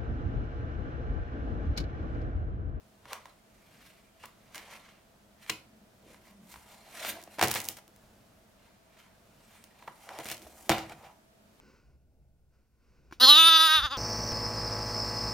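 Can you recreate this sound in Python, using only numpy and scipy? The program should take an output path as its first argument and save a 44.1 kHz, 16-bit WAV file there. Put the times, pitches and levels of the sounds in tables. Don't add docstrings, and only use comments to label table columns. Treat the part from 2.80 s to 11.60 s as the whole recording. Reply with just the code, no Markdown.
import sys
import numpy as np
from scipy import signal
from scipy.fft import rfft, irfft, next_fast_len
from scipy.io import wavfile
from scipy.ndimage import uniform_filter1d

SR = 44100
rng = np.random.default_rng(int(sys.argv[2]) if len(sys.argv) > 2 else 0)


def file_out(sig):
    cols = np.atleast_2d(sig).T
    lim = np.clip(cols, -1, 1)
    pcm = np.round(lim * 32767).astype(np.int16)
    wavfile.write(sys.argv[1], SR, pcm)


N = 388080

# (time [s], relative energy [dB], tone [Hz],
# slope above the tone [dB/octave], relative table thump energy [dB], length before stretching [ms])
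CONTACTS = [(0.2544, -25.5, 1250, -10, -31, 2.9), (0.3317, -9, 950, -4, -40, 0.82),
            (0.4564, -22.5, 900, -8, -38, 0.82), (1.437, -18.5, 960, -12, -36, 7.6),
            (1.456, -23, 1440, -0.5, -38, 2), (1.746, -19, 1540, -5, -41, 1.3),
            (1.755, -16, 1500, -3, -32, 4.5), (1.779, -18, 2020, -6, -32, 1.8),
            (2.663, -27.5, 1800, -12, -39, 1.8), (2.6958, -4.5, 2360, -15, -18.5, 1.6),
            (2.698, -1.5, 2440, -7, -16, 3), (3.344, -30, 1120, -7.5, -49, 2.7),
            (3.74, -23, 1110, -7, -45, 2.4), (3.759, -25, 980, -9.5, -41, 0.98),
            (4.248, -10, 1000, -7, -30, 1.3), (4.475, -24.5, 450, -8, -34, 3.3),
            (4.584, -10.5, 450, -6.5, -21, 6.8), (4.593, -4.5, 910, -7, -28, 2.9),
            (4.612, 3.5, 1020, -6.8, -8.5, 3), (4.6255, 6, 580, -4, -3.5, 3.7),
            (4.6363, 1.5, 670, -4, -16, 1.8), (4.642, -2.5, 450, -1, -4.5, 2.6),
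            (4.713, 0.5, 930, 0, -32, 2.9), (4.74, -5, 920, 0, -45, 0.91), (4.7502, -6, 470, 2, -11, 1.4),
            (4.7558, -4.5, 740, -5.5, -18.5, 7.5), (4.887, -1.5, 2900, 1, -23, 0.76),
            (4.968, -20, 1470, -1.5, -43, 6.4), (4.986, -27.5, 600, -4, -45, 1.7),
            (5.079, -31, 890, -0.5, -39, 0.68), (5.162, -33, 900, 1, -52, 1),
            (6.84, -24.5, 2370, -0.5, -41, 1.7), (7.024, -26.5, 950, -12, -39, 2.7),
            (7.076, -12.5, 870, -12.5, -28, 4.1), (7.2903, -16, 1000, -8.5, -29, 1.6),
            (7.388, -15, 450, -3, -20, 0.86), (7.456, -15.5, 720, -4.5, -20, 1.8),
            (7.487, -13, 1190, -1.5, -36, 1.4), (7.5, -13, 1820, -4, -46, 2),
            (7.514, -9, 600, -0.5, -21, 3), (7.667, -23, 520, -13, -43, 3.3),
            (7.894, 6, 460, -4, -29, 1.36), (7.8996, 3.5, 650, -6, 1.5, 2.1),
            (7.9174, 0, 450, -5.5, -18, 1.5), (7.982, -11, 450, -4.5, -41, 0.96),
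            (8.096, -21, 1090, -6, -29, 2.2)]
# (frequency [Hz], relative level [dB])
TABLE_RUMBLE = [(25, -20), (60, -15), (125, -7), (175, -23), (210, -2.5), (260, -9), (330, -2), (410, -13),
                (700, -13), (1500, -53)]


def undb(db):
    return 10 ** (np.asarray(db) / 20)


def unit(x):
    return x / np.sqrt(np.sum(x ** 2))


def level(x, db):
    return x * undb(db) / np.sqrt(np.mean(x ** 2))


def at_hz(hz, points):
    f, value = np.transpose(points)
    return np.interp(np.log(hz + 1), np.log(f), value)


def colour(x, points):
    gain = undb(at_hz(np.fft.rfftfreq(len(x), 1 / SR), points))
    return level(np.fft.irfft(rfft(x) * gain, len(x)), 0)


def resonate(x, hz, q):
    return signal.lfilter(*signal.iirpeak(hz, q, fs=SR), x + 1e-18)


def walk(per_s):
    knots = rng.standard_normal(N // 40)
    return 1.2 * np.interp(np.arange(N) / SR * per_s, np.arange(len(knots)), knots)


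def add(track, s, sound):
    i = int(s * SR)
    track[i:i + len(sound)] += sound[:N - i]


def swell(peak_s, rise_s, fall_s, depth_db=19, roundness=0.92):
    near = np.arange(max(0, int((peak_s - 3 * rise_s) * SR)), min(N, int((peak_s + 3 * fall_s) * SR)))
    t, gain = near / SR - peak_s, np.zeros(N)
    gain[near] = undb(-depth_db * np.maximum(-t / rise_s, t / fall_s) ** roundness)
    return gain


def room_tone(air_db=-63.5, waver_db=1.5, side_db=-68):
    # (frequency [Hz], relative level [dB])
    air_spectrum = [(12, -40), (20, -7), (127, -6.5), (163, -9.5), (204, -4), (241, -10), (399, -14.5),
                    (459, -14), (660, -13.5), (1030, -20), (1440, -20.5), (2140, -25.5), (2320, -25),
                    (14700, -33.5), (16000, -36)]
    # (frequency [Hz], half width [Hz], level [dB])
    fan_drones = [(215, 14, -74), (652, 36, -74)]
    side_spectrum = [(30, -19.5), (200, -9.5), (700, -10), (2000, -18), (6000, -24.5), (16000, -34)]
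    mid = colour(rng.standard_normal(N), air_spectrum) * undb(air_db - waver_db * walk(3.06))
    side = colour(rng.standard_normal(N), side_spectrum)
    f = np.fft.rfftfreq(N, 1 / SR)
    for hz, width_hz, db in fan_drones:
        drone = irfft(rfft(rng.standard_normal(N)) / (1 + ((f - hz) / width_hz) ** 2))
        mid += level(drone, db)
    return mid + undb(side_db) * side * np.array([[1], [-1]])


def reflections(x, eq, decay_scale, delay_s, size=26000):
    # (frequency [Hz], t60 before decay_scale [s])
    room_decay = [(100, 0.83), (350, 0.39), (1000, 0.44), (2500, 0.34), (6000, 0.33), (14000, 0.18)]
    t, f = np.arange(size) / SR, np.fft.rfftfreq(size, 1 / SR)
    noise, tail = rfft(rng.standard_normal(size)), 0
    for hz in 62.5 * 2 ** np.arange(9):
        band = irfft(noise * np.maximum(1 - np.abs(np.log2((f + 1) / hz)), 0))
        t60 = decay_scale * at_hz(hz, room_decay)
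        tail = tail + band * np.exp(-np.log(1000) * t / t60)
    echo = unit(tail * np.clip(t / delay_s - .5, 0, 1))
    padded = next_fast_len(N + size)
    gain = undb(at_hz(np.fft.rfftfreq(padded, 1 / SR), eq))
    return irfft(rfft(x, padded) * rfft(echo, padded) * gain, padded)[:N]


def pushing(trim_db=-2):
    # (hardest at [s], rise [s], fall [s], relative level [dB])
    pushes = [(3.26, 0.037, 0.62, -60), (3.78, .3, .3, -73), (4.29, 0.21, 0.27, -51.5),
              (4.63, .04, .17, -47), (4.85, 0.193, .2, -56), (7.5, .3, 0.29, -61), (7.65, 0.12, 0.12, -53),
              (7.91, 0.054, 0.2, -44)]
    power = sum((undb(db + trim_db) * swell(*timing)) ** 2 for *timing, db in pushes)
    return np.sqrt(power) * colour(rng.standard_normal(N), TABLE_RUMBLE)


def judders(q=14, size=16384):
    # (centre time [s], half length [s], pitch [Hz], level [dB])
    groans = [(2.972, 0.11, 210, -65.5), (3.281, 0.058, 489, -61), (3.541, 0.045, 198, -62.5),
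              (3.635, 0.052, 197, -58.5), (3.768, .025, 65, -62), (7.665, 0.026, 71.4, -59.5)]
    out, t = np.zeros(N), (np.arange(size) - size / 2) / SR
    for s, half_s, hz, db in groans:
        groan = resonate(rng.standard_normal(size), hz, q)
        add(out, s + t[0], level(groan, db) * np.exp(-(t / half_s) ** 2))
    return out


def whumps(hz=122, q=1.6, decay_s=0.047, rise_s=.006, size=16384):
    # (time [s], level before the envelope [dB])
    landings = [(4.625, -43), (7.9, -39)]
    out, t = np.zeros(N), np.arange(size) / SR
    for s, db in landings:
        air = resonate(resonate(rng.standard_normal(size), hz, q), hz, q)
        add(out, s, level(air, db) * (1 - np.exp(-t / rise_s)) * np.exp(-t / decay_s))
    return out


def thump(knock_db=-3, rise_s=0.00274, decay_s=0.0093, ring_db=1, uneven_db=2, size=12000):
    # (frequency [Hz], relative level [dB], t60 [s])
    table_modes = [(100.4, -3.5, 0.2), (130.6, 0, 0.37), (153.2, -6, 0.56), (244, -18, 0.54),
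                   (324, 5.5, 0.24), (435.3, -2, 0.21), (529, -1, 0.26), (683.6, -6.5, 0.18),
                   (767, -4.5, 0.33)]
    t = np.arange(size) / SR
    hz, db, t60 = np.transpose(table_modes)[:, :, None]
    share, detune, polarity = rng.standard_normal((3, len(table_modes), 1), dtype=np.float32)
    modes = np.sin(2 * np.pi * hz * (1 + 0.0053 * detune) * t) * np.exp(-np.log(1000) * t / t60)
    ring = np.sum(np.sign(polarity) * undb(db + uneven_db * share) * modes, axis=0)
    envelope = (1 - np.exp(-t / rise_s)) * np.exp(-t / decay_s)
    knock = colour(rng.standard_normal(size), TABLE_RUMBLE) * envelope
    return undb(knock_db) * unit(knock) + undb(ring_db) * unit(ring)


def knocks(trim_db=-1):
    out = np.zeros(N)
    for s, _, _, _, thump_db, _ in CONTACTS:
        add(out, s, undb(thump_db + trim_db) * thump())
    return out


def air_pocket(x, q=6.1, through_db=-0.58, count=9):
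    # (time [s], pitch [Hz])
    pocket_glide = [(.3, 1090), (3.75, 1000), (3.9, 850), (4.1, 790), (4.2, 610), (4.4, 680), (4.63, 770),
                    (4.8, 880), (5.0, 780), (6.2, 1020), (7.29, 856), (7.42, 760), (7.65, 600), (7.9, 740),
                    (8.25, 860)]
    hz = np.interp(np.arange(N) / SR, *np.transpose(pocket_glide))
    centres = np.geomspace(hz.min(), hz.max(), count)
    out = undb(through_db) * x
    for centre, share in zip(centres, np.eye(count)):
        crossfade = np.interp(hz, centres, share)
        out += crossfade * resonate(x, centre, q)
    return out


def panel(x, through_db=-1):
    # (frequency [Hz], Q, gain [dB])
    resonances = [(669, 22, -12), (978, 16, -10.5), (1710, 61, -17), (1983, 29, -6.5), (2260, 9.8, -8),
                  (2860, 23, -16.5), (5600, 12, -10), (6600, 35, -12.5), (13400, 16, -18)]
    return undb(through_db) * x + sum(undb(db) * resonate(x, hz, q) for hz, q, db in resonances)


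def crush(tone_hz, slope, ms, q=1, rise=0.13, size=2048):
    age = np.arange(size) / SR * 1000 / max(ms, .3)
    burst = rfft(rng.standard_normal(size) * (1 - np.exp(-age / rise)) * np.exp(-age ** 1.05))
    burst /= np.sqrt(uniform_filter1d(np.abs(burst) ** 2, size=36))
    s = 1j * np.fft.rfftfreq(size, 1 / SR) / tone_hz
    patch = s * s / (s * s + s / q + 1) * (1 + s) ** (slope / 6)
    return unit(irfft(burst * patch)[:size // 2])


def crackle(tone_hz=4800, slope=-4, scatter_db=3, ms=1, count=24):
    # (start [s], end [s], rate [1/s], energy at start [dB], energy at end [dB])
    flexes = [(4.412, 4.441, 89, -28, -28), (4.614, 4.831, 75, -13.5, -15), (4.835, 4.93, 123, -19.5, -32),
              (7.439, 7.633, 66, -22.5, -32.5)]
    out = np.zeros(N)
    for start, end, per_s, first_db, last_db in flexes:
        places = (np.arange(count) + rng.random(count)) / (per_s * (end - start))
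        for place, (force, pitch) in zip(places, rng.standard_normal((count, 2))):
            click = crush(tone_hz * 1.3 ** pitch, slope, ms)
            if place < 1:
                db = first_db + place * (last_db - first_db) + scatter_db * force
                add(out, start + place * (end - start), undb(db) * click)
    return out


def twang(at_s=2.698, size=4096):
    # (frequency [Hz], energy [dB], t60 [s])
    thread_partials = [(2600, -11, 0.019), (2850, -10.5, 0.027), (4150, -17, 0.036), (6650, -13, .008)]
    out, t = np.zeros(N), np.arange(size) / SR
    for hz, db, t60 in thread_partials:
        partial = np.sin(2 * np.pi * hz * t) * np.exp(-np.log(1000) * t / t60)
        add(out, at_s, undb(db) * unit(partial))
    return out


def wandering(x, low_hz=1400, high_hz=14000, q=16, ring_db=-4, wander_db=5, per_s=14, count=18):
    centres = np.geomspace(low_hz, high_hz, count)
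    return x + sum(undb(ring_db + wander_db * walk(per_s)) * resonate(x, hz, q) for hz in centres)


def sliding(grains_per_s=6000, spread_db=2, smooth_db=-1, catch_db=2, rasp_db=-1, sheet_db=-4, hiss_db=-2):
    # (fastest at [s], rise [s], fall [s], relative level [dB],
    # sheet offset [dB], hiss offset [dB])
    strokes = [(0.326, 0.065, 0.08, -46, 5, -9.5), (0.465, 0.052, 0.11, -63, 5, -3.5),
               (1.07, 0.56, 0.37, -62.5, -17, -4.5), (1.44, 0.082, .09, -55.5, -8, -6.5),
               (1.76, 0.024, 0.082, -45.5, -2.5, -7), (1.94, 0.31, .11, -51, -2.5, -9),
               (2.09, 0.29, 0.16, -60, -2.5, -14), (2.63, .05, 0.083, -57, -17, -3),
               (2.695, 0.037, 0.098, -50.5, -1, 0), (3.31, 0.11, 0.13, -60.5, -3, -2),
               (3.48, 0.097, 0.13, -62, 0.5, -2), (3.72, 0.1, 0.21, -58.5, -0.5, 5),
               (3.92, 0.16, 0.32, -59.5, 4.5, 0.5), (4.25, 0.17, 0.14, -41, -2, -8),
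               (4.302, 0.13, 0.019, -40.5, -11, 3.5), (4.355, 0.023, 0.095, -50, 4, -4),
               (4.54, 0.085, .08, -59.5, -1, 2.5), (4.628, 0.029, 0.098, -29.5, -2.5, -14),
               (4.765, 0.058, 0.07, -33.5, -22, -6), (4.905, 0.21, 0.03, -51.5, 0, -12),
               (4.99, .03, 0.014, -58, 7.5, 1), (5.87, 0.26, 0.17, -66.5, 0, -13),
               (6.2, 0.22, 0.2, -61.5, -2.5, -7), (6.76, 0.31, 0.14, -61.5, -4, -1),
               (7.04, 0.3, 0.22, -62, 2, -6), (7.25, 0.21, 0.25, -63, 5.5, 4.5),
               (7.31, 0.066, 0.28, -54, 8, -9), (7.405, 0.098, 0.037, -47.5, 8.5, -5.5),
               (7.522, 0.15, 0.045, -41.5, -5.5, -2.5), (7.63, 0.045, 0.11, -59.5, 1, -2),
               (7.819, 0.4, 0.42, -67, 8, 12.5), (7.91, 0.011, 0.057, -28.5, 2.5, -17),
               (7.974, .06, 0.085, -37, 0.5, -14), (8.123, 0.059, 0.018, -50.5, 8, -8),
               (8.248, 0.1, 0.094, -56, 8, -10)]
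    # (frequency [Hz], relative level [dB])
    rasp_spectrum = [(600, -31), (1100, 1), (1500, 0.5), (2200, 3), (3000, 0.5), (4200, -3.5), (6200, -13),
                     (8000, -18.5), (14000, -34)]
    sheet_spectrum = [(200, -42), (400, -2.5), (600, 3.5), (800, 3.5), (1020, -1.5), (1300, -5),
                      (2000, -19), (4000, -43)]
    hiss_spectrum = [(3000, -13), (6000, -3), (7800, -0.5), (10000, 0), (13500, -2.5), (16000, -6.5)]
    power = np.zeros((3, N))
    for *timing, db, hollow_db, fine_db in strokes:
        power += np.outer(undb([db, db + hollow_db, db + fine_db]), swell(*timing)) ** 2
    rasp_swell, sheet_swell, hiss_swell = np.sqrt(power)
    sizes = undb(spread_db * np.minimum(rng.exponential(size=N), 5))
    grains = (rng.random(N) < grains_per_s / SR) * sizes * rng.choice([-1, 1], N)
    texture = level(grains, 0) + undb(smooth_db) * rng.standard_normal(N)
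    friction = wandering(texture * undb(catch_db * walk(110)))
    rasp = undb(rasp_db) * rasp_swell * colour(friction, rasp_spectrum)
    sheet = undb(sheet_db) * sheet_swell * colour(friction[::-1], sheet_spectrum)
    hiss = undb(hiss_db) * hiss_swell * colour(friction, hiss_spectrum)
    return rasp + sheet + hiss


def contacts(stretch, trim_db=-1.22):
    out = np.zeros(N)
    for s, db, tone_hz, slope, _, ms in CONTACTS:
        add(out, s, undb(db + trim_db) * crush(tone_hz, slope, ms * stretch))
    return out


def scene():
    # (frequency [Hz], gain [dB])
    walls_eq = [(100, -11.5), (600, -10.5), (2500, -11.5), (7000, -11.5), (15000, -6.5)]
    side_eq = [(100, -42.5), (500, -23.5), (1200, -16), (3000, -16), (15000, -12)]
    bounce_eq = [(100, -36), (500, -24.5), (1000, -28), (3000, -10), (8000, -8), (15000, -2)]
    handling = sliding() + crackle() + twang()
    low_end = knocks() + pushing() + judders() + whumps()
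    direct = air_pocket(panel(contacts(stretch=1) + handling)) + low_end
    radiated = air_pocket(panel(contacts(stretch=.1) + handling)) + low_end
    walls = reflections(radiated, walls_eq, decay_scale=0.82, delay_s=0.0045)
    walls_side = reflections(radiated, side_eq, decay_scale=1, delay_s=0.0038)
    sideways = contacts(stretch=0.56) + handling
    bounces = reflections(sideways, bounce_eq, decay_scale=0.031, delay_s=0.00027, size=2048)
    return direct + walls + (walls_side + bounces) * np.array([[1], [-1]]) + room_tone()


def record(dry, low_hz=24, top_hz=16100):
    lean = signal.sosfilt(signal.butter(2, low_hz, "highpass", fs=SR, output="sos"), dry)
    balance = undb([[-.2], [.2]])
    return signal.sosfiltfilt(signal.ellip(8, .1, 60, top_hz, fs=SR, output="sos"), lean * balance)


dry = scene()
out = record(dry)
file_out(out)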